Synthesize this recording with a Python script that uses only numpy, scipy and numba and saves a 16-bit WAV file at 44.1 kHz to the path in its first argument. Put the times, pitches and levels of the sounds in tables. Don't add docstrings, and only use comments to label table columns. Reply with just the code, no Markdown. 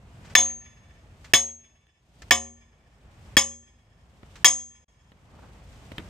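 import sys
import numpy as np
from scipy import signal
from scipy.fft import rfft, irfft, next_fast_len
from scipy.io import wavfile
from scipy.ndimage import uniform_filter1d, minimum_filter1d
from numba import njit

SR = 44100
rng = np.random.default_rng(int(sys.argv[2]) if len(sys.argv) > 2 else 0)


def wrap_up_sound(samples):
    columns = np.atleast_2d(samples).T
    tamed = np.clip(columns, -1, 1)
    steps = np.round(tamed * 32767).astype(np.int16)
    wavfile.write(sys.argv[1], SR, steps)


N = 268789
TIME = np.arange(N) / SR
AGE = TIME[:SR]
LEFT_RIGHT = np.array([[1], [-1]])

# (t/s, level/dB)
BREEZE = [(0, -65.5), (.6, -60.5), (1.2, -68.5), (1.75, -70.5), (1.93, -82), (2.25, -68), (3.0, -68.5),
          (5.1, -70.5), (5.4, -68.5), (5.65, -72.5), (6.05, -67)]
# (f/Hz, level/dB per Hz)
WIND_COLOUR = [(20, -17), (36, -11.5), (52, 4), (100, -1), (160, -6), (240, -12.5), (330, -18), (700, -18),
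               (1300, -23.5), (2500, -27.5), (4000, -42.5)]
# (f/Hz, level/dB per Hz)
RUSTLE_COLOUR = [(530, -30), (900, -33.5), (1510, -23.5), (2020, -5.5), (3040, 1.5), (4050, -3),
                 (8450, -6.5), (10200, -17), (13200, -16), (15200, -35.5), (16000, -50)]
GRASS_DB = -18
# (f/Hz, correlation)
AIR_LIKENESS = [(60, 1), (290, 0.9), (640, 0.84), (1400, 0.021), (7000, 0.24)]
BLOW_LIKENESS = [(100, .1), (400, .2), (1400, 0.95), (3100, .7), (6800, 0.34), (15000, .15)]

SWING_DB, SWING_LEAD_S, SWING_WIDTH_S = -85.5, 0.084, 0.13
WALK_START_S, WALK_RISE_S, WALK_DB = 5.51, 0.26, -87.5

# (distance/m, level/dB, rise/s, T60/s)
TREES = [(16.9, 16, 0.0082, 0.24), (43, -2.5, 0.012, 0.88)]
# (f/Hz, level/dB per Hz)
ECHO_COLOUR = [(100, -1.5), (600, -1.5), (1100, 0), (1800, -5), (2300, -1.5), (3300, -4.5), (4300, -11.5),
               (5200, -5), (6500, -12.5), (8000, -6), (14000, -20)]
SOUND_M_S = 343

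# (f/Hz, level/dB per Hz)
DRAG_COLOUR = [(250, 4), (600, 0), (1200, 1.5), (2000, -13.5), (5000, -21)]
DRAG_S, DRAG_WIDTH_S, DRAG_DB = 5.42, 0.084, -76.5

# (t/s, level/dB, rise/s, T60/s)
SCUFFS = [(.245, -62.5, 0.01, 0.14), (.296, -63, 0.0056, 0.12), (1.243, -60.5, 0.0032, 0.11),
          (2.219, -56, 0.0016, .055), (4.3551, -64.5, 0.0014, 0.12), (5.727, -77.5, 0.0029, .08)]
# (f/Hz, level/dB per Hz)
SCUFF_COLOUR = [(200, -3), (700, -2), (1700, 5), (3500, -2), (7500, -5.5), (10000, -21.5), (14000, -26.5)]
# (t/s, level/dB, T60/s, tilt/dB per octave)
KNOCKS = [(1.868, -66.5, 0.017, 2), (4.2313, -51, 0.015, -2.5), (5.118, -58, 0.032, 0.5),
          (5.9174, -53.5, 0.024, 0), (5.9814, -48, 0.025, 1), (5.992, -58, 0.09, -2)]
# (f/Hz, level/dB per Hz)
KNOCK_COLOUR = [(60, -3), (200, 8), (500, 0), (1000, -9), (1900, -3), (2800, -9.5), (3800, -10),
                (5500, -29.5), (14000, -34)]
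# (f/Hz, level/dB, T60/s)
CLACK_MODES = [(954, -14.5, 0.061), (1990, -18, 0.035), (2710, -11, 0.026), (3180, 1, 0.018),
               (3610, -1, 0.013)]
CLACK_S, CLACK_DB = 5.9815, -50

# (t/s, then level/dB of crack, clatter, pipe modes, wall ring, rim ring, high ping,
# its twin relative to the ping, and ground thud; treble tilt/dB per octave)
BLOWS = [(0.3519, 9.5, 3.5, 1.5, 4, -2.5, 4, 1.5, -8, 0), (1.3354, 1.5, 2, -1, 1, -1, -0.5, -4.5, 7, 0.9),
         (2.3088, 0.5, 1.5, 0.5, -6.5, -2, -8, 1, -1, -1),
         (3.368, -0.5, 2, -1, -10, 3.5, -6, 5.5, 7.5, 0.5),
         (4.445, 1, 4.5, -2.5, -28.5, 7, 0.5, 4, -13, 1.38)]
# (f/Hz, level/dB per Hz)
CRACK_COLOUR = [(100, -15), (500, -15), (1100, -1), (1450, -11), (1800, 3.5), (2600, 5), (3300, -1),
                (4200, -9.5), (5200, 1), (6200, -7), (9000, -8.5), (10500, -23), (13000, -11.5),
                (15000, -13)]
# (f/Hz, level/dB, T60/s)
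HEAD_MODES = [(1160, -16, .04), (1525, -19.5, 0.015), (1778, -1, 0.029), (1848, -9.5, 0.026),
              (2280, -12.5, 0.035), (2649, -11, 0.025), (5104, -11, 0.028)]
# (f/Hz, level/dB, T60/s)
PIPE_MODES = [(78, -39.5, 0.66), (235.6, -38, 0.54), (389, -45, 0.46), (547, -31, 0.34), (720, -26, .26),
              (840, -34, .22), (1019, -24, 0.17), (1149, -24.5, .15), (1146, -24, 0.16),
              (1840, -23.5, 0.16), (2213, -16, 0.13), (2600, -29.5, 0.2), (3027, -21.5, 0.18),
              (5185, -17.5, 0.15), (5300, -42, 0.25), (5600, -44, 0.25), (7100, -20.5, 0.18),
              (8000, -49.5, .42), (9970, -31.5, 0.06), (11990, -34, 0.099), (13000, -42, .15),
              (13700, -36, 0.13), (14660, -33, 0.072)]
# (f/Hz, level/dB, T60/s)
WALL_MODES = [(3482, -11, .135), (3580, -21, .12), (4048, -29, .21), (4660, -40, .24)]
# (f/Hz, level/dB, T60/s)
RIM_MODES = [(3274, -14, .11), (3294, -20, .1), (5232, -21, .17), (5214, -37, .33), (7034, -22, .15),
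             (7711, -43, .42), (7962, -37, .25), (8716, -38, .15), (8926, -35, .18), (9168, -35, .19)]
# (f/Hz, level/dB, T60/s)
PING_MODES = [(6449.5, -12, .37), (6489, -14, .2)]
# (f/Hz, level/dB per Hz, T60/s)
CLATTER = [(150, -4.5, 0.083), (484, -9, 0.1), (1100, -5, 0.2), (1380, -5, 0.068), (1800, -2, 0.15),
           (2720, -4, 0.12), (3300, -0.5, 0.16), (4200, -8, 0.11), (5300, -2, 0.16), (5650, -12, 0.15),
           (6760, -7, 0.28), (9300, -15, 0.19), (10000, -24, .15), (14500, -23.5, .12)]
# (f/Hz, level/dB per Hz)
THUD_COLOUR = [(25, -24), (70, 0.5), (130, 0.5), (350, -2), (700, -8), (1500, -34.5)]
# (f/Hz, left minus right level/dB)
BLOW_PAN = [(70, -1), (150, 3), (330, 7), (700, 1.5), (1800, -.7), (3300, 0), (6500, 2), (8900, 7),
            (15000, 6)]
# (f/Hz, lead of left over right/rad)
BLOW_PHASE = [(200, .1), (1200, .6), (3000, .55), (9000, .7)]

AIM, BOOST_DB, START_DB, RECOVER_DB_PER_S = 0.75, 23.5, 12.5, 20.5
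DIP_S = (4.845, 4.882)
TOP_HZ = 15700


def undb(db):
    return 10 ** (np.asarray(db) / 20)


def at_hz(table, hz):
    points, values = np.transpose(table)
    return np.interp(np.log(np.maximum(hz, 1)), np.log(points), values)


def shape(table, hz):
    below = np.minimum(hz / table[0][0], 1)
    above = np.minimum(table[-1][0] / np.maximum(hz, 1), 1)
    return undb(at_hz(table, hz)) * (below * above) ** 2


def sides(pan_db):
    return undb(LEFT_RIGHT * pan_db / 2)


def noise(colour, likeness, size):
    hz = np.fft.rfftfreq(size, 1 / SR)
    mid, side = rfft(rng.standard_normal((2, size)))
    alike = np.clip(at_hz(likeness, hz), -1, 1)
    pair = mid * np.sqrt(1 + alike) + LEFT_RIGHT * side * np.sqrt(1 - alike)
    x = irfft(pair * shape(colour, hz), size)
    return x / x.std()


def fade(t60):
    return np.exp(-np.log(1000) * AGE / t60)


def swell(rise_s):
    return 1 - np.exp(-AGE / rise_s)


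def slow_chance(rate_hz):
    hold = int(SR / rate_hz)
    steps = np.repeat(rng.standard_normal(N // hold + 1), hold)[:N]
    x = uniform_filter1d(steps, hold)
    return x / x.std()


def add(out, start_s, x):
    i = int(start_s * SR)
    out[:, i:i + x.shape[1]] += x[:, :N - i]


def burst(colour, likeness, t60, rise_s):
    envelope = fade(t60) * swell(rise_s)
    x = noise(colour, likeness, size=SR) * envelope
    return x * np.sqrt(2 * np.sum(envelope ** 2) / np.sum(x ** 2))


def ring(modes, detune=0.00082, scatter=1):
    out = 0
    for hz, db, t60 in modes:
        drift, skew = rng.standard_normal(2)
        phase = scatter * (rng.uniform(0, 2 * np.pi) + LEFT_RIGHT * skew * 0.36)
        tone = np.sin(2 * np.pi * hz * (1 + detune * drift) * AGE + phase)
        out = out + undb(db) * fade(t60) * tone
    return out


def movement():
    swings = sum(np.exp(-.5 * ((TIME - s + SWING_LEAD_S) / SWING_WIDTH_S) ** 2) for s, *_ in BLOWS)
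    walking = np.clip((TIME - WALK_START_S) / WALK_RISE_S, 0, 1)
    return undb(SWING_DB) * swings + undb(WALK_DB) * walking


def air(gust_db=0.64, crinkle_db=1.07):
    breeze = undb(np.interp(TIME, *np.transpose(BREEZE)))
    size = next_fast_len(N)
    wind = noise(WIND_COLOUR, AIR_LIKENESS, size=size)[:, :N] * breeze
    gusts = undb(gust_db * slow_chance(29))
    stirring = np.hypot(undb(GRASS_DB) * breeze, movement())
    rustle = noise(RUSTLE_COLOUR, AIR_LIKENESS, size=size)[:, :N] * stirring
    crinkle = undb(crinkle_db * slow_chance(100))
    return wind * gusts + rustle * crinkle


def tree_line(x, echo_db=-44, clumps_db=4.5):
    envelope = np.zeros((1, N))
    for metres, db, rise_s, t60 in TREES:
        stand = undb(db) * swell(rise_s) * fade(t60)
        add(envelope, 2 * metres / SOUND_M_S, stand[None])
    size = 2 * SR
    scattered = noise(ECHO_COLOUR, AIR_LIKENESS, size=size)
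    clumps = undb(clumps_db * slow_chance(44))
    response = scattered * (envelope * clumps)[:, :size]
    response /= np.sqrt(np.sum(response ** 2) / 2)
    mono = x.mean(axis=0, keepdims=True)
    return undb(echo_db) * signal.fftconvolve(mono, response, axes=1)[:, :N]


def boot_drag(grit_db=2.5):
    push = np.exp(-.5 * ((TIME - DRAG_S) / DRAG_WIDTH_S) ** 2)
    scrape = noise(DRAG_COLOUR, BLOW_LIKENESS, size=next_fast_len(N))[:, :N] * push
    return scrape * undb(DRAG_DB + grit_db * slow_chance(90))


def worker(pivot_hz=800):
    out = np.zeros((2, N))
    for s, db, rise_s, t60 in SCUFFS:
        add(out, s, undb(db) * burst(SCUFF_COLOUR, BLOW_LIKENESS, t60, rise_s))
    for s, db, t60, tilt_db in KNOCKS:
        colour = [(hz, level + tilt_db * np.log2(hz / pivot_hz)) for hz, level in KNOCK_COLOUR]
        add(out, s, undb(db) * burst(colour, [(100, 1.0), (8000, 0.14)], t60, 0.00058))
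    add(out, CLACK_S, undb(CLACK_DB) * ring(CLACK_MODES) * swell(0.00016))
    return out


def crowded_modes(knee_hz=260):
    spacing = np.maximum(np.fft.rfftfreq(SR, 1 / SR) / knee_hz, 1)
    present = rng.random(len(spacing)) < 1 / spacing
    return present * np.sqrt(spacing)


def clatter(modes):
    rows, hz = np.array(CLATTER), np.fft.rfftfreq(SR, 1 / SR)
    spectrum = rfft(noise(rows[:, :2], BLOW_LIKENESS, size=SR)) * modes
    out = 0
    for share, t60 in zip(np.eye(len(rows)), rows[:, 2]):
        band = at_hz(np.column_stack([rows[:, 0], share]), hz)
        out = out + irfft(spectrum * band, SR) * fade(t60)
    return out


def hammer(crack_db=-7, crack_t60=0.022, clatter_db=-16, thud_db=-21, thud_t60=.05,
           build_s=0.0033, sing_s=0.0054, pivot_hz=3000):
    out, hz, weak_modes = np.zeros((2, N)), np.fft.rfftfreq(SR, 1 / SR), crowded_modes()
    lead = np.exp(.5j * LEFT_RIGHT * at_hz(BLOW_PHASE, hz))
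    ports = sides(at_hz(BLOW_PAN, hz)) * lead
    ending = np.clip(10 * (.9 - AGE), 0, 1)
    for s, hit_db, rattle_db, pipe_db, wall_db, rim_db, ping_db, twin_db, soil_db, tilt_db in BLOWS:
        crack = undb(crack_db) * burst(CRACK_COLOUR, BLOW_LIKENESS, crack_t60, .0003)
        crack = crack + ring(HEAD_MODES, detune=0.0033, scatter=0) * swell(0.0015)
        thud = undb(thud_db + soil_db) * burst(THUD_COLOUR, BLOW_LIKENESS, thud_t60, 0.0012)
        body = undb(clatter_db + rattle_db) * clatter(weak_modes)
        body = body + undb(pipe_db) * ring(PIPE_MODES) + undb(rim_db) * ring(RIM_MODES)
        ping = ring(PING_MODES[:1], detune=.00005)
        twin = undb(twin_db) * ring(PING_MODES[1:], detune=.0001)
        tones = undb(wall_db) * ring(WALL_MODES) + undb(ping_db) * (ping + twin)
        tilt = undb(tilt_db * np.log2(np.maximum(hz, 1000) / pivot_hz))
        tilted = rfft(undb(hit_db) * crack + body * swell(build_s)) * tilt
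        untilted = rfft(thud + tones * swell(sing_s))
        add(out, s, irfft((tilted + untilted) * ports, SR) * ending)
    return out


def scene():
    blows = hammer()
    return blows + tree_line(blows) + worker() + air() + boot_drag()


@njit
def peak_follower(x, release, start):
    out, e = np.empty(len(x)), start
    for i in range(len(x)):
        e = max(x[i], e * release)
        out[i] = e
    return out


def gain_control(x):
    loudness = np.clip(np.abs(x).max(axis=0) / AIM, undb(-BOOST_DB), 1)
    release = float(undb(-RECOVER_DB_PER_S / SR))
    held = peak_follower(loudness, release, float(undb(-START_DB)))
    return x * uniform_filter1d(minimum_filter1d(1 / held, size=801), size=401)


def limiter(x, ceiling=1.3, release_s=0.043):
    peaks = peak_follower(np.abs(x).max(axis=0), np.exp(-1 / (release_s * SR)), 0.)
    gain = ceiling / np.maximum(peaks, ceiling)
    return x * uniform_filter1d(minimum_filter1d(gain, size=41), size=41)


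def record(dry):
    held = limiter(gain_control(dry))
    rounded = held / (1 + (held / .93) ** 6) ** (1 / 6)
    inside = (TIME > DIP_S[0]) & (TIME < DIP_S[1])
    dip = uniform_filter1d(np.where(inside, undb(-32.0), 1.), size=200)
    low_pass = signal.ellip(8, .2, 70, TOP_HZ, fs=SR, output="sos")
    return signal.sosfilt(low_pass, rounded * dip)


dry = scene()
out = record(dry)
wrap_up_sound(out)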